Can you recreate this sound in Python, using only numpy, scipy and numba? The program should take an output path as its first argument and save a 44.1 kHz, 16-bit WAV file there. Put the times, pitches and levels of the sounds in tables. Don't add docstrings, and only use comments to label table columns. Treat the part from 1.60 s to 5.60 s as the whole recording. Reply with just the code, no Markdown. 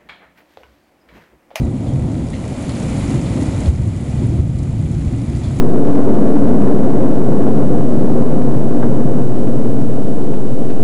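import sys
import numpy as np
from scipy import signal
from scipy.fft import rfft, irfft, next_fast_len
from scipy.io import wavfile
from scipy.ndimage import uniform_filter1d, map_coordinates
from numba import njit

SR = 44100
rng = np.random.default_rng(int(sys.argv[2]) if len(sys.argv) > 2 else 0)


def master_out(mix):
    frames = np.transpose(np.atleast_2d(mix))
    ceiling = np.clip(frames, -1, 1)
    pcm = np.round(ceiling * 32767).astype(np.int16)
    wavfile.write(sys.argv[1], SR, pcm)


N = 176400


def amp(db):
    return 10 ** (np.asarray(db) / 20)


def unit(x):
    return x / np.sqrt(np.mean(x ** 2) + 1e-20)


def filtered(x, response):
    size = next_fast_len(len(x) + 8192)
    return irfft(rfft(x, size) * response(np.fft.rfftfreq(size, 1 / SR)), size)[:len(x)]


def noise(tone):
    row_hz, row_db = np.transpose(tone)
    shape = lambda hz: amp(np.interp(np.log(hz + 1), np.log(row_hz), row_db, left=-120, right=-120))
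    return unit(filtered(rng.standard_normal(N), shape))


def wobble(per_s):
    return map_coordinates(rng.standard_normal(int(N * per_s / SR) + 4), [np.arange(N) * per_s / SR])


def power(x, span_s):
    return np.abs(uniform_filter1d(x ** 2, max(2, int(span_s * SR)))) + 1e-12


# frequency in Hz, relative level in dB.
HISS_TONE = [(530, -40), (900, 1), (1000, -3.5), (1370, -5.5), (1650, -10.5), (1850, -8.5), (1990, -3),
             (2140, -7), (2380, -4.5), (2630, -11.5), (2900, -10.5), (4150, -12.5), (5100, -16.5),
             (5950, -18.5), (6800, -12.5), (7450, -12), (8300, -18), (9900, -14.5), (12000, -16)]
FAR_WASH_TONE = [(150, -51), (400, 1.5), (560, 1), (750, -2.5), (950, -14.5), (1200, -23), (2500, -43)]

def rain():
    return amp(-33.5) * noise(HISS_TONE) + amp(-30) * noise(FAR_WASH_TONE)


def tiny_drops(per_s, centre_hz, spread_octaves, ring_cycles, spread_db=3):
    when, pitch, size = rng.random((int(per_s * N / SR), 3)).T
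    octaves = spread_octaves * np.log(pitch / (1 - pitch)) / 2
    hz = np.clip(centre_hz * 2 ** octaves, 1000, SR / 2)
    strength = amp(-spread_db * np.log(np.maximum(size, .01)))
    samples = np.arange(256)
    cycles = hz[:, None] * samples / SR
    rings = strength[:, None] * np.sin(2 * np.pi * cycles) * np.exp(-cycles / ring_cycles)
    places = (when * N).astype(int)[:, None] + samples
    return unit(np.bincount(places.ravel(), rings.ravel(), N)[:N])


def patter():
    leaves = tiny_drops(per_s=550, centre_hz=7600, spread_octaves=0.26, ring_cycles=1.8)
    soil = tiny_drops(per_s=300, centre_hz=2640, spread_octaves=0.71, ring_cycles=0.7)
    return amp(-43) * leaves + amp(-42) * soil


# start in seconds, level in dB, first pitch in Hz, last pitch in Hz, length in seconds.
CHIRP_NOTES = [(0.02, -33, 2100, 1920, 0.029), (0.263, -38, 4150, 3100, 0.024),
               (0.277, -40, 3250, 3190, .025), (0.725, -27, 1300, 2280, 0.018),
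               (0.735, -31.5, 2270, 3310, 0.0164), (3.827, -37.5, 3030, 3620, 0.0208),
               (3.837, -40, 3700, 4680, 0.023)]

def chirps():
    octave_db, echo_db, echo_s = -8, 4, 0.24
    out, t = np.zeros(N + SR), np.arange(SR // 3) / SR
    for start, db, first_hz, last_hz, length in CHIRP_NOTES:
        progress = np.clip(t / length, 0, 1)
        hz = first_hz + (last_hz - first_hz) * np.sin(np.pi * progress / 2)
        phase = 2 * np.pi * np.cumsum(hz) / SR
        whistle = np.sin(phase) + amp(octave_db) * np.sin(2 * phase)
        call = amp(db) * np.sin(np.pi * progress) ** 2 * whistle
        tail = rng.standard_normal(len(t)) * amp(-60 * t / echo_s)
        echo = signal.fftconvolve(call, tail / np.linalg.norm(tail))[:len(t)]
        out[int(start * SR):][:len(t)] += call + amp(echo_db) * echo
    return out[:N]


def splash(start_s, centre_hz, width_octaves, rise_s, fade_s):
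    out, age = np.zeros(N + SR), np.arange(SR // 4) / SR
    band = lambda hz: np.exp(-.5 * (np.log2((hz + 1) / centre_hz) / width_octaves) ** 2)
    spray = unit(filtered(rng.standard_normal(len(age)), band))
    loudness = (1 - np.exp(-age / rise_s)) * np.exp(-age / fade_s)
    out[int(start_s * SR):][:len(age)] = spray * loudness
    return out[:N]


# start in seconds, relative level in dB, pitch in Hz.
DROP_TICKS = [(.023, -25, 7500), (.394, -26, 7600), (.702, -21, 7500), (.879, -26, 7700),
              (1.022, -21.5, 9500), (1.092, -24, 8000), (1.199, -24.5, 7650), (1.298, -26.5, 6500),
              (1.382, -25, 10000), (1.396, -25, 9000), (1.502, -26, 9500), (1.614, -27, 7000),
              (1.825, -26, 5500), (1.831, -24, 8500), (2.004, -22, 7500), (2.275, -23, 8800),
              (2.415, -27, 8500), (2.667, -24, 10000), (2.985, -23, 8500), (2.989, -21, 8500),
              (3.031, -19.5, 7300), (3.214, -26, 9000), (3.315, -22, 8500), (3.697, -27, 6800),
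              (3.765, -26, 10160), (3.988, -22, 7500)]
# start in seconds, level in dB, pitch in Hz, fade time in seconds.
WATER_SPLATS = [(.265, -36, 3500, .025), (.732, -35, 2600, 0.034), (1.092, -30, 3970, 0.012),
                (1.154, -33, 3800, 0.012), (1.655, -32.5, 3570, 0.017), (2.058, -25, 3500, 0.0044),
                (2.987, -29, 4370, 0.0079), (3.255, -34.5, 2800, .015), (3.833, -37.5, 4000, .03)]

def near_drops():
    ticks = sum(amp(db) / 2 * splash(start, hz, width_octaves=0.38, rise_s=0.00021, fade_s=0.0043)
                for start, db, hz in DROP_TICKS)
    splats = sum(amp(db) * splash(start, hz, width_octaves=0.34, rise_s=0.0016, fade_s=fade)
                 for start, db, hz, fade in WATER_SPLATS)
    return ticks + splats


# frequency in Hz, relative level in dB.
BASS_TONE = [(10, -39), (24, -9.5), (36, -14), (50, -7.5), (66, -2), (95, -3.5), (122, 1), (148, -2),
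             (175, -9.5), (230, -49), (400, -83)]
LOW_MID_TONE = [(80, -70), (150, -14), (180, 1.5), (215, 0), (275, 0), (310, -6), (365, -7.5), (420, -24.5),
                (700, -52)]
MID_TONE = [(200, -76), (380, -7), (500, 1.5), (700, -4), (1000, -15), (1500, -26), (4000, -73)]
# time in seconds, then bass, low-mid and mid level in dB.
THUNDER_ROLL = [(0, -0.5, -4.5, -19.5), (.18, -11, -11, -22.5), (.35, -5, -11, -23), (.5, -6.5, -8, -23.5),
                (.72, -12.5, -15.5, -27.5), (.97, -20.5, -20, -32), (1.3, -17.5, -18, -31.5),
                (1.55, -16, -17, -34), (1.83, -13.5, -15.5, -27.5), (2.04, -15.5, -19, -35),
                (2.2, -2, -13, -32.5), (2.46, -13.5, -15.5, -31), (2.55, -8.5, -15.5, -33.5),
                (2.69, -4.5, -10.5, -29.5), (2.9, -3, -12.5, -27.5), (3.2, -5.5, -12.5, -29.5),
                (3.4, -5.5, -14, -34.5), (3.62, -8, -12.5, -33), (4, -11.5, -17, -36.5)]
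# time of the peak in seconds, level in dB, pitch in Hz, half-length in seconds.
THUNDER_BOOMS = [(0.048, 2.5, 71, 0.015), (0.349, 1.5, 133, 0.023), (1.555, -4.5, 132, 0.011),
                 (2.097, 3.5, 75, 0.018), (2.652, 0.5, 115, .018), (2.801, 8, 82.5, 0.013),
                 (3.2, 5, 117, 0.011), (3.475, 3.5, 69, 0.007), (3.881, 0.5, 82, 0.013)]

def thunder():
    flutter_db = 1.06
    t = np.arange(N) / SR
    times, *levels = np.transpose(THUNDER_ROLL)
    layers = []
    for tone, db in zip((BASS_TONE, LOW_MID_TONE, MID_TONE), levels):
        rumble = noise(tone)
        steady = rumble / np.sqrt(power(rumble, span_s=.09))
        level_db = np.interp(t, times, db) + flutter_db * wobble(per_s=15)
        layers.append(steady * amp(level_db))
    bass, low_mids, mids = layers
    for peak_s, db, hz, half_s in THUNDER_BOOMS:
        share = np.exp(-((t - peak_s) / half_s) ** 2)
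        boom = amp(db) * np.sin(2 * np.pi * (hz * (t - peak_s) + rng.random()))
        bass = bass * np.sqrt(1 - share) + boom * share
    return bass + low_mids + mids


def scene():
    return (thunder() + rain() + patter() + near_drops() + chirps())[None]


@njit
def follow(wanted, rise_samples, fall_samples):
    cut, out = wanted[0], np.empty_like(wanted)
    for i in range(len(wanted)):
        cut += (wanted[i] - cut) / (rise_samples if wanted[i] > cut else fall_samples)
        out[i] = cut
    return out


def gain_control(x):
    limit_db, share_removed = -16.5, 0.86
    listen_s, duck_s, recover_s = .04, 0.014, 0.43
    lag = int(listen_s * SR / 2)
    heard_db = 10 * np.log10(np.pad(power(x, listen_s), (lag, 0), mode="edge")[:N])
    wanted_cut_db = share_removed * np.maximum(heard_db - limit_db, 0)
    return x * amp(-follow(wanted_cut_db, duck_s * SR, recover_s * SR))


# frequency in Hz, level change in dB.
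MICROPHONE_TREBLE = [(10200, 0), (10600, -7), (11000, -17.5), (11500, -14.5), (11900, -18)]

def record(dry):
    top_hz = 11900
    treble_loss = lambda hz: amp(np.interp(hz, *np.transpose(MICROPHONE_TREBLE))) * (hz < top_hz)
    return filtered(gain_control(dry[0]), treble_loss)[None]


dry = scene()
out = record(dry)
master_out(out)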